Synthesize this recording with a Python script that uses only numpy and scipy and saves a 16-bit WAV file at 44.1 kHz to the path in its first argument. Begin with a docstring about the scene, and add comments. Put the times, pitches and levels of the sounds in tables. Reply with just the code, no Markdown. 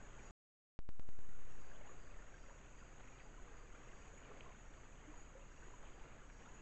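"""A small stream trickles between rocks at night: countless air bubbles ring over a soft wash.
Crickets trill and chirp with their wings, one insect rasps, a trail camera adds a faint buzz.
At 0.3 s the camera stops for half a second, then its amplifier wakes in eight clicking steps.
After that, near bubbles plop and water splashes on stones, with a short tail off the rocks."""
import sys
import numpy as np
from scipy import signal
from scipy.fft import rfft, irfft, next_fast_len
from scipy.io import wavfile
from scipy.ndimage import uniform_filter1d

SR = 44100
rng = np.random.default_rng(int(sys.argv[2]) if len(sys.argv) > 2 else 0)


def unload_wav(signal):
    """Save mono or channel-first audio to the path in sys.argv[1] as 16-bit WAV at rate SR, clipped to [-1, 1]."""
    wavfile.write(
        sys.argv[1],
        SR,
        np.round(np.clip(np.atleast_2d(signal).T, -1, 1) * 32767).astype(np.int16),
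    )


N = 291501
TIME_S = np.arange(N) / SR

# Water spectrum: f/Hz, relative level/dB
WATER_SPECTRUM = [(60, -2.5), (150, 4.5), (300, 1.5), (470, 3), (800, -2.5), (1400, -2), (2000, -6),
                  (2800, -10), (3500, -17), (4400, -19.5), (5200, -25), (8000, -32)]
# Far insect chorus spectrum: f/Hz, relative level/dB
CHORUS_SPECTRUM = [(3000, -43.5), (5400, -31.5), (5750, -18), (6050, -11), (6500, -6), (6740, -0.5),
                   (6900, -4.5), (7100, -12.5), (7400, -14), (7800, -11.5), (8100, -20)]
# Unbroken trills: f/Hz, blur/Hz, stroke rate/Hz, level/dB
CRICKET_TRILLS = [(4944, 14, 30, -101), (4996, 16, 44, -102), (6367, 28, 48, -88), (6754, 110, 124, -83),
                  (7693, 45, 60, -92)]
# Low cricket, about every 0.8 s: peak t/s, length/s, level/dB
LOW_CRICKET_CHIRPS = [(.23, 0.073, -84), (1.533, .12, -83), (2.396, 0.29, -84), (3.09, .14, -86),
                      (3.843, 0.33, -86), (4.68, .09, -84.5), (5.547, .12, -85), (6.363, 0.18, -82.5)]
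# High cricket, looser intervals: peak t/s, length/s, level/dB
HIGH_CRICKET_CHIRPS = [(0.037, .05, -74), (.25, 0.048, -72.5), (1.893, 0.069, -68.5), (2.477, 0.12, -74),
                       (3.1, 0.068, -73), (4.164, 0.086, -71), (4.577, 0.11, -74.5), (5.196, 0.098, -69.5),
                       (5.72, 0.21, -72.5), (6.518, 0.11, -70)]
# Buzz locked to the picture rate: harmonic number, level/dB
BUZZ_HARMONICS = [(2, -60), (3, -74.5), (4, -70), (5, -75), (8, -72.5), (9, -79), (10, -77.5), (14, -80.5),
                  (17, -86), (18, -84), (20, -80), (24, -83.5)]
# Electrical noise spectrum: f/Hz, relative level/dB
RUMBLE_SPECTRUM = [(8, 6), (20, 1), (45, -8), (90, -16), (200, -29), (500, -51.5), (3000, -63.5)]
# Rasp partials: f/Hz, relative level/dB
RASP_PARTIALS = [(4220, -14.5), (4385, -18), (4608, -2.5), (4790, -3), (4835, -6.5), (4945, -8)]
# Bouts of rasps: first call t/s, end t/s, relative level/dB
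RASP_SCHEDULE = [(.28, .4, -86.5), (1.637, 4.2, -85.5), (4.386, 6.6, -89)]
# Amplifier gain steps: t/s
GAIN_STEPS_S = [.7903, .8906, .9962, 1.0898, 1.1904, 1.2909, 1.3912, 1.491]
# Large near bubbles: t/s, f/Hz, relative level/dB, t60/s
NEAR_BUBBLES = [(1.715, 1640, -47, .023), (1.809, 593, -47, 0.044), (1.849, 820, -56, .08),
                (1.893, 1160, -45, 0.026), (2.34, 1590, -49.5, 0.039), (2.483, 542, -47, 0.041),
                (2.504, 960, -51, 0.037), (4.137, 545, -44, 0.025), (4.298, 423.4, -52, 0.14),
                (4.314, 1170, -51, 0.044), (4.407, 2420, -43, .009), (4.408, 2970, -38, 0.0075),
                (4.46, 1052, -49, 0.056), (5.072, 302, -47.5, .15), (5.138, 965, -46, 0.028),
                (5.351, 521, -43.5, 0.052), (5.37, 560, -52.5, 0.069), (5.737, 983, -47.5, 0.044),
                (6.217, 1390, -42.5, .0088), (6.299, 1600, -48.5, 0.018)]
# Splashes on stones: peak t/s, length/s, level/dB
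STONE_SPLASHES = [(1.864, .03, -65), (2.487, 0.023, -65), (3.003, .013, -60.5), (3.194, .028, -62.5),
                  (4.07, 0.066, -66.5), (4.405, 0.004, -62), (5.843, 0.06, -64.5), (6.299, 0.011, -61.5),
                  (6.402, .028, -64.5)]
# Spray filter: f/Hz, relative level/dB
SPRAY_SPECTRUM = [(300, -6), (900, 4.5), (2000, -2), (3100, -9), (4000, -20.5), (5300, -30)]


def undb(db):
    """Decibels to gain."""
    return 10 ** (np.asarray(db) / 20)


def at_rms(x, db):
    """Set the rms level."""
    return x * undb(db) / np.sqrt(np.mean(x ** 2))


def colour(x, spectrum):
    """Filter by (f/Hz, level/dB) points."""
    hz, db = np.transpose(spectrum)
    size = next_fast_len(N)
    bins_hz = np.maximum(np.fft.rfftfreq(size, 1 / SR), 1)
    gain = undb(np.interp(np.log(bins_hz), np.log(hz), db))
    return irfft(rfft(x, size) * gain, size)[:N]


def drift(rate_hz):
    """Smooth random curve, unit rms."""
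    hold = max(int(SR / rate_hz), 1)
    steps = np.repeat(rng.standard_normal(N // hold + 2), hold)
    steps = steps[rng.integers(hold):][:N]
    return at_rms(uniform_filter1d(uniform_filter1d(steps, hold), hold), 0)


def add(out, start_s, sound):
    """Mix a sound in at start_s."""
    i = int(np.clip(start_s * SR, 0, N))
    out[i:i + len(sound)] += sound[:N - i]


def swells(events, skew=1.36):
    """Envelope from (t/s, length/s, level/dB) rows; each swell falls slower than it rises."""
    envelope = np.zeros(N)
    for peak_s, length_s, db in events:
        width_s = np.where(TIME_S < peak_s, length_s / skew, length_s * skew)
        envelope += undb(db) * np.exp(-2 * ((TIME_S - peak_s) / width_s) ** 2)
    return envelope


def bubble(hz, t60_s, rise):
    """A trapped air pocket rings, its pitch climbing as it nears the surface."""
    t = np.arange(int(t60_s * SR) + 2) / SR
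    envelope = np.exp(-np.log(1000) * t / t60_s) * (1 - np.exp(-t * hz / 2))
    return envelope * np.sin(2 * np.pi * hz * (t + rise * t ** 2 / (2 * t60_s)))


def swarm(count, low_hz, high_hz, cycles_at_1khz, spread_db, rise):
    """Bubbles of all sizes at random times; higher ones die sooner."""
    out = np.zeros(N)
    for when, pitch, ring, force in rng.random((count, 4)):
        hz = low_hz + (high_hz - low_hz) * pitch ** 2
        t60_s = cycles_at_1khz * (.5 + ring) / np.sqrt(hz * 1000)
        offset_db = spread_db * min(-np.log(1 - force), 4)
        balance = np.sqrt((pitch + .1) / t60_s)  # about equal energy per Hz
        add(out, when * TIME_S[-1], undb(offset_db) * balance * bubble(hz, t60_s, rise * ring))
    return out


def stream(surge_db=1.0, surge_hz=11):
    """Gurgle and fine spatter over the riffle's wash, surging with the current."""
    surge = undb(surge_db * drift(surge_hz))
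    gurgle = swarm(3400, low_hz=217.6, high_hz=3614, cycles_at_1khz=41.6, spread_db=3.0, rise=0.11)
    spatter = swarm(5000, low_hz=596, high_hz=3466, cycles_at_1khz=10, spread_db=1.0, rise=0.069)
    gurgle = at_rms(colour(gurgle, WATER_SPECTRUM), -68)
    spatter = at_rms(colour(spatter, WATER_SPECTRUM), -74)
    wash = at_rms(colour(rng.standard_normal(N), WATER_SPECTRUM), -64)
    return (gurgle + spatter + wash) * surge


def wing(hz, blur_hz, stroke_hz, depth=0.49):
    """A wing tone, pulsed by its strokes and blurred on its way through leaves."""
    paths = drift(blur_hz) + 1j * drift(blur_hz)
    rate_hz = stroke_hz * (1 + 0.025 * drift(3.6))
    pulses = 1 + depth * np.cos(2 * np.pi * np.cumsum(rate_hz) / SR)
    tone = np.sqrt(abs(paths)) * np.cos(2 * np.pi * hz * TIME_S + np.angle(paths))
    return at_rms(pulses * tone, 0)


def crickets():
    """A far chorus, unbroken trills and two chirping crickets on the banks."""
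    chorus = at_rms(colour(rng.standard_normal(N), CHORUS_SPECTRUM), -72) * undb(0.67 * drift(8))
    trills = sum(undb(db + 2 * drift(4.6)) * wing(hz, blur_hz, stroke_hz)
                 for hz, blur_hz, stroke_hz, db in CRICKET_TRILLS)
    low = swells(LOW_CRICKET_CHIRPS) * wing(hz=5630, blur_hz=120, stroke_hz=34, depth=0.3)
    high = swells(HIGH_CRICKET_CHIRPS) * wing(hz=6780, blur_hz=110, stroke_hz=34, depth=0.28)
    return chorus + trills + low + high


def electronics(picture_hz=14.97):
    """The camera's own low buzz and rumble."""
    buzz = sum(undb(db) * np.sqrt(2) * np.sin(2 * np.pi * (k * picture_hz * TIME_S + rng.random()))
               for k, db in BUZZ_HARMONICS)
    rumble = at_rms(colour(rng.standard_normal(N), RUMBLE_SPECTRUM), -56.5)
    return buzz + rumble


def rasping_insect(period_s=0.3915, length_s=0.13):
    """Evenly paced wing rasps on a cluster of close partials."""
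    calls = swells((peak_s, length_s, db) for first_s, end_s, db in RASP_SCHEDULE
                   for peak_s in np.arange(first_s, end_s, period_s))
    return calls * sum(undb(db) * wing(hz, blur_hz=36, stroke_hz=25) for hz, db in RASP_PARTIALS)


def amplifier_restart(x, stop_s=.309, awake_db=-1.5, jolt_db=-37, drain_hz=0.47, click_hz=3150):
    """Silence, then equal gain steps; each jolts the offset less than the last, clicks and drains."""
    gain = 1. * (TIME_S < stop_s)
    offset = np.zeros(N)
    count = len(GAIN_STEPS_S)
    for k, step_s in enumerate(GAIN_STEPS_S):
        stepped = TIME_S >= step_s
        gain += undb(awake_db) / count * stepped
        offset -= undb(jolt_db) * (1 - k / count) ** 1.31 * stepped
    coupling = signal.butter(1, [drain_hz, click_hz], "band", fs=SR, output="sos")
    return x * gain + signal.sosfilt(coupling, offset)


def plops(boost_db=0.5):
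    """Larger bubbles ring in the nearest pools."""
    out = np.zeros(N)
    for start_s, hz, db, t60_s in NEAR_BUBBLES:
        add(out, start_s, undb(db + boost_db) * bubble(hz, t60_s, rise=0.027))
    return out


def rocks(x, t60_s=0.18, onset_s=0.018, wet_db=-13):
    """Boulders and banks scatter a short tail."""
    t = TIME_S[:SR // 3]
    envelope = np.exp(-np.log(1000) * t / t60_s) * (1 - np.exp(-t / onset_s))
    tail = rng.standard_normal(len(t)) * envelope
    return x + undb(wet_db) * signal.fftconvolve(x, tail / np.linalg.norm(tail))[:N]


def splashes():
    """Water slaps a stone and throws a brief shower of droplets."""
    droplets = swarm(6000, low_hz=460, high_hz=4440, cycles_at_1khz=6.3, spread_db=-3.5, rise=0.041)
    return at_rms(colour(droplets, SPRAY_SPECTRUM), 0) * swells(STONE_SPLASHES)


def scene():
    """Water, insects and buzz in one channel."""
    water = stream() + rocks(plops() + splashes())
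    return (water + crickets() + rasping_insect() + electronics())[None]


def record(dry, cutoff_hz=8000):
    """The camera's stop and restart, then a steep low-pass."""
    lowpass = signal.ellip(10, .2, 70, cutoff_hz, fs=SR, output="sos")
    return signal.sosfilt(lowpass, amplifier_restart(dry))


dry = scene()
out = record(dry)
unload_wav(out)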